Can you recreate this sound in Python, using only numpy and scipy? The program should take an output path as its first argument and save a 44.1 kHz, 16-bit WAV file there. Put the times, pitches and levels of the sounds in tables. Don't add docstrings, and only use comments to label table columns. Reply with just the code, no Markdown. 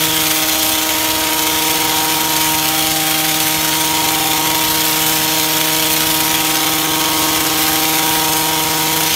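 import sys
import numpy as np
from scipy import signal
from scipy.fft import rfft, irfft, next_fast_len
from scipy.io import wavfile
from scipy.ndimage import map_coordinates

SR = 44100
rng = np.random.default_rng(int(sys.argv[2]) if len(sys.argv) > 2 else 0)


def master(y):
    cut = np.clip(np.atleast_2d(y).T, -1, 1)
    pcm = np.round(cut * 32767)
    wavfile.write(sys.argv[1], SR, pcm.astype(np.int16))


N = 403515
TIME_S = np.arange(N) / SR

# (frequency [Hz], gain [dB])
AIR_SPECTRUM = [(20, -33), (32, -18), (45, -4), (70, 0), (115, -3), (170, -8), (250, -2), (410, -31.5),
                (600, -1.5), (900, -3), (1300, -17.5), (2000, -13.5), (4000, -42)]
# (frequency [Hz], gain [dB])
MUFFLER_RESPONSE = [(40, -15), (100, -1.5), (200, -11.5), (255, -29), (310, 2), (360, -1.5), (405, -3),
                    (510, 7.5), (555, -26), (655, 5), (860, -21.5), (1075, 2.5), (1170, -8), (1250, 0),
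                    (1600, -11.5), (3000, -16)]
# (frequency [Hz], gain [dB])
BAR_SPECTRUM = [(800, -19), (1450, -6), (1900, -7), (2200, -3), (2700, -5), (3250, -1), (3950, -5),
                (4250, -4.5), (4900, -8.5), (5250, -5), (5700, -6.5), (6300, -5), (7100, -6.5),
                (7700, -13.5), (10000, -27.5)]
# (frequency [Hz], relative level [dB])
BAR_MODES = [(2022, -7.5), (3079, -4.5), (3289, -3.5), (3480, -3), (5932, -16)]
# (frequency [Hz], gain [dB])
EDGE_SPECTRUM = [(5000, -34), (7700, -3.5), (8300, 0.5), (9200, -2), (9850, 0), (10450, -5), (11100, -0.5),
                 (12700, 2.5), (13500, -3.5), (14100, 2), (15000, -0.5), (15750, -6)]
# (time [s], speed [turns/s])
CRANK_SPEED = [(0.0, 156.9), (1.65, 157.2), (2.6, 156.7), (2.85, 157.3), (3.55, 156.7), (6.15, 157.5),
               (7.5, 156.5), (8.05, 158.0), (8.7, 156.7), (9.05, 158.1)]
# (time [s], level [dB])
ORDER_1 = [(0.0, -30), (0.8, -46.5), (1.748, -35.5), (2.95, -33), (8.15, -33.5), (9.05, -30)]
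# (time [s], level [dB])
ORDER_3 = [(0.0, -31), (0.6, -39), (1.76, -29.5), (2.6, -37), (5.82, -31.5), (6.23, -34), (9.05, -30)]
# (time [s], level [dB])
ORDER_4 = [(0.0, -36), (1.15, -30.5), (2.0, -46), (2.55, -35), (5.15, -38.5), (5.8, -31), (6.75, -45),
           (7.0, -35), (8.15, -39), (8.3, -34), (9.05, -41.9)]
# (time [s], level [dB])
ORDER_5 = [(0.0, -53), (0.15, -32.5), (0.8, -32), (1.0, -39.7), (2.0, -28), (2.4, -36), (2.7, -26.5),
           (3.45, -28.5), (3.7, -37.5), (4.25, -24.5), (4.7, -38.5), (5.0, -30.5), (6.0, -36), (6.6, -27.5),
           (7.15, -34.5), (7.65, -26.5), (9.05, -31)]
# (time [s], level [dB])
ORDER_6 = [(0.0, -30), (0.5, -35), (1.0, -27), (2.55, -23.5), (2.9, -39), (4.0, -22.5), (4.2, -28.5),
           (4.5, -22.5), (4.85, -27.5), (6.05, -29), (6.2, -26.5), (6.8, -32), (7.0, -25.5), (7.3, -26),
           (7.6, -33), (8.1, -23.5), (9.05, -26.5)]
# (order [x crank speed], level [dB], sway [dB], growl rise [dB])
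STEADY_ORDERS = [(2, -27, 0.2, 3), (7, -38, 0.8, 7), (8, -36, 0, 3.5), (10, -43, -1, 4)]
# (centre [s], half width [s], steady-order swell [0-1], stutter rise [dB])
GROWLS = [(1.7, .4, 0, 0.7), (4.25, .35, 0.3, 1.5), (7.202, 0.92, 1, 1.5)]
# (start [s], length [s], hiss rise [dB], stutter drop [dB])
CUTS = [(0.0, 0.49, 2, 4.5), (2.37, 1.12, 1, 5.5), (4.56, 0.76, 1.2, 5), (5.546, 0.57, 1.3, 4.5),
        (7.5, 1.1, 1.3, 1.5)]
# (centre [s], half width [s], gain [dB])
RATTLES = [(.02, 0.049, 3.5), (.1, 0.027, -1.8), (2.24, 0.078, -0.3), (2.44, .06, 1), (4.42, .03, -1),
           (5.0, 0.17, 0.5), (6.88, 0.025, -2), (7.62, 0.037, 1), (8.55, 0.23, -1.5)]
# (time [s], relative level [dB])
TWIG_CRACKS = [(3.7283, 4), (7.6, -8)]

BLADE_CYCLES_PER_TURN = 0.20915


def amp(db):
    return 10 ** (np.asarray(db) / 20)


def unit_rms(x):
    return x / np.sqrt(np.mean(x ** 2) + 1e-20)


def curve(rows):
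    return np.interp(TIME_S, *np.transpose(rows))


def bump(centre_s, half_width_s):
    return np.exp(-((TIME_S - centre_s) / half_width_s) ** 2)


def wobble(rate_hz):
    knots = rng.standard_normal(int(N * rate_hz / SR) + 4)
    return map_coordinates(knots, [np.arange(N) * rate_hz / SR])


def crossings(cycles):
    return np.flatnonzero(np.diff(np.floor(cycles)) > 0)


def decay(impulses, tau_s):
    return signal.lfilter([1], [1, -np.exp(-1 / (tau_s * SR))], impulses)


def minimum_phase(spectrum, n_fft):
    hz, db = np.transpose(spectrum)
    gain = amp(np.interp(np.log(np.fft.rfftfreq(n_fft, 1 / SR) + 1), np.log(hz + 1), db))
    cepstrum = irfft(np.log(np.maximum(gain, 1e-6)))
    cepstrum[1:n_fft // 2] *= 2
    cepstrum[n_fft // 2 + 1:] = 0
    return np.exp(rfft(cepstrum))


def colour(x, spectrum):
    n_fft = 2 * next_fast_len(N // 2 + 8192)
    return unit_rms(irfft(rfft(x, n_fft) * minimum_phase(spectrum, n_fft))[:N])


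def air(turns, level_db=-32, pulse_depth=0.65):
    gate = 1 + pulse_depth * np.cos(2 * np.pi * turns)
    return amp(level_db + 0.91 * wobble(3.6)) * colour(gate * rng.standard_normal(N), AIR_SPECTRUM)


def twigs(tau_s=0.004, gain_db=-15):
    impulses = np.zeros(N)
    for time_s, db in TWIG_CRACKS:
        impulses[round(time_s * SR)] = amp(db + gain_db)
    wood = colour(rng.standard_normal(N), [(600, -23), (1600, 2), (3500, -2), (5000, -13), (10000, -24)])
    return decay(impulses, tau_s) * wood


def snips(hiss_db, rate_hz=60, scatter_db=1.8, tau_s=0.0003, gain_db=-21):
    bite = unit_rms(amp(2 * (hiss_db - hiss_db.mean())))
    snaps = rng.random(N) < rate_hz * bite / SR
    sizes = amp(scatter_db * np.clip(rng.standard_normal(N), -2, 2))
    cracks = decay(snaps * sizes, tau_s) * rng.standard_normal(N)
    return amp(hiss_db + gain_db) * colour(cracks, [(500, -39), (2500, 35), (7000, -16), (15000, -9)])


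def hedge_load(bite_s=0.098, clear_s=0.42):
    cut_db, ease_db = np.zeros((2, N))
    for start_s, length_s, rise_db, drop_db in CUTS:
        age_s = TIME_S - start_s
        depth = np.clip(np.minimum(age_s / bite_s, 1 - (age_s - length_s) / clear_s), 0, 1)
        cut_db = np.maximum(cut_db, depth * rise_db)
        ease_db = np.maximum(ease_db, depth * drop_db)
    return cut_db, ease_db


def growls():
    return sum(np.outer([swell, rise_db], bump(centre_s, half_width_s))
               for centre_s, half_width_s, swell, rise_db in GROWLS)


def crank(stutter_db, turns_per_drop=7, surge_hz=2.9):
    speed_hz = curve(CRANK_SPEED)
    slip_turns = 0.55 * wobble(4)
    limiter = (np.cumsum(speed_hz) / SR + slip_turns) / turns_per_drop
    ramp = signal.sawtooth(2 * np.pi * (limiter - 1 / turns_per_drop), 1 - 1 / turns_per_drop)
    swing_hz = surge_hz * unit_rms(amp(stutter_db)) * ramp
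    jitter_hz = 0.65 * wobble(45)
    return np.cumsum(speed_hz + swing_hz + jitter_hz) / SR, limiter


def stutter(turns, limiter, stutter_db, scatter=0.11, rebound=0.078, gain_db=-2):
    firings = crossings(turns)
    dropped = np.diff(np.floor(limiter[firings]), prepend=0)
    puffs = np.zeros(N)
    puffs[firings] = scatter * rng.standard_normal(len(firings)) - dropped + rebound * np.roll(dropped, 1)
    return amp(stutter_db + gain_db) * colour(puffs, MUFFLER_RESPONSE)


def exhaust(turns, limiter, stutter_db, swell, flutter_db=0.52, lead_turns=0.059,
            relight_cycles=0.21, sag_cycles=0.083, sag_depth=0.29):
    roughness = unit_rms(amp(1.5 * stutter_db + 2 * wobble(20)))
    howl_db = 1.3 * roughness * np.cos(2 * np.pi * (limiter - 0.62))
    orders = [(1, curve(ORDER_1)), (3, curve(ORDER_3)), (4, curve(ORDER_4)),
              (5, curve(ORDER_5) + howl_db), (6, curve(ORDER_6) + howl_db)]
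    for order, db, sway_db, rise_db in STEADY_ORDERS:
        orders.append((round(order), db + sway_db * wobble(1.514) + rise_db * swell))
    muffler_rad = np.angle(minimum_phase(MUFFLER_RESPONSE, SR))
    crank_hz = np.mean(curve(CRANK_SPEED))
    notes = np.zeros(N)
    for order, db in orders:
        reflection_turns = 0.023 * wobble(2)
        phase_rad = 2 * np.pi * order * (turns + lead_turns + reflection_turns)
        phase_rad += muffler_rad[round(order * crank_hz)]
        notes += amp(db + flutter_db * wobble(30)) * np.cos(phase_rad)
    to_relight = (relight_cycles - limiter) % 1 / sag_cycles
    pressure = np.clip(1 - sag_depth * roughness * to_relight * np.exp(1 - to_relight), 0, 1)
    return np.sqrt(2) * amp(0.15) * unit_rms(pressure) * notes


def knocks(turns, scatter_db=1.5, limp_db=2, jitter_s=0.001, tau_s=0.0041):
    hits = crossings(4 * BLADE_CYCLES_PER_TURN * turns)
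    size_draw, time_draw = np.clip(rng.standard_normal((len(hits), 2)), -2, 2).T
    size_db = scatter_db * size_draw + limp_db * (-1) ** np.arange(len(hits))
    onsets = np.clip(hits + jitter_s * SR * time_draw, 0, N - 1).astype(int)
    power = decay(np.bincount(onsets, amp(size_db) ** 2, N), tau_s)
    return unit_rms(np.sqrt(np.abs(power)))


def shimmer(contacts, t60_s=0.075, ring_db=-8, block=8192):
    hop = block // 2
    envelope = amp(-60 * np.arange(hop) / SR / t60_s)
    ring = np.zeros(N + 3 * block)
    padded = np.pad(contacts, (0, block))
    for start in range(0, N, hop):
        tail = rng.standard_normal(hop) * envelope
        piece = padded[start:start + block] * signal.windows.cosine(block)
        response = signal.fftconvolve(piece, tail / np.linalg.norm(tail))
        ring[start:start + len(response)] += response
    return contacts + amp(ring_db) * ring[:N]


def chinks(turns, scatter_db=4, t60_s=0.05):
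    hits = crossings(2 * BLADE_CYCLES_PER_TURN * turns)
    age_s = np.arange(SR // 8) / SR
    blow_db = scatter_db * np.clip(rng.standard_normal(len(hits)), -2, 1.7)
    ring = np.zeros(N)
    for hz, db in BAR_MODES:
        sizes = amp(db + blow_db) * rng.uniform(-1.14, 1, len(hits))
        mode = np.sin(2 * np.pi * hz * age_s) * amp(-60 * age_s / t60_s)
        ring += signal.fftconvolve(np.bincount(hits, sizes, N), mode)[:N]
    return unit_rms(ring)


def scrape(force, spectrum, flicker_db, spike_db):
    flicker = amp(flicker_db * wobble(80))
    grit = rng.standard_normal(N) * amp(spike_db * wobble(6000))
    return colour(shimmer(force * flicker * grit), spectrum)


def blade_levels(cut_db, throttle_shut):
    rattle_db = sum(db * bump(centre_s, half_width_s) for centre_s, half_width_s, db in RATTLES)
    clatter_db = -18.5 + 0.39 * cut_db + 1.7 * throttle_shut + rattle_db
    hiss_db = -21.5 + cut_db + 0.45 * wobble(12) + rattle_db
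    return clatter_db, hiss_db


def blades(turns, clatter_db, hiss_db, pole_hz=25, slide_force=1.0):
    force = np.hypot(knocks(turns), slide_force)
    shudder = wobble(18) * np.sin(2 * np.pi * pole_hz * TIME_S)
    shake_db = unit_rms(np.tanh(shudder)) + 0.23 * wobble(110)
    force *= amp(shake_db)
    clatter = scrape(force, BAR_SPECTRUM, flicker_db=0.082, spike_db=2.2)
    hiss = scrape(force, EDGE_SPECTRUM, flicker_db=0.52, spike_db=0.5)
    clatter += amp(-13.5) * chinks(turns)
    return amp(clatter_db - 0.28) * clatter + amp(hiss_db + 0.9) * hiss


def scene(release_s=9.06, closing_s=0.044, shut_db=-4, stutter_db_per_s=0.25):
    throttle_shut = np.clip((TIME_S - release_s) / closing_s, 0, 1)
    cut_db, ease_db = hedge_load()
    swell, growl_db = growls()
    stutter_db = -29.5 + stutter_db_per_s * TIME_S + growl_db - ease_db
    turns, limiter = crank(stutter_db)
    clatter_db, hiss_db = blade_levels(cut_db, throttle_shut)
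    firing = exhaust(turns, limiter, stutter_db, swell) + stutter(turns, limiter, stutter_db)
    engine = amp(shut_db * throttle_shut) * firing + air(turns)
    mix = engine + blades(turns, clatter_db, hiss_db) + snips(hiss_db) + twigs()
    return np.tile(mix, (2, 1))


def record(dry, low_hz=36, top_hz=15750):
    n_fft = next_fast_len(N + 8192)
    hz = np.fft.rfftfreq(n_fft, 1 / SR)
    gain = hz ** 4 / (hz ** 4 + low_hz ** 4) * (hz < top_hz)
    return irfft(rfft(dry, n_fft) * gain, n_fft)[:, :N]


dry = scene()
out = record(dry)
master(out)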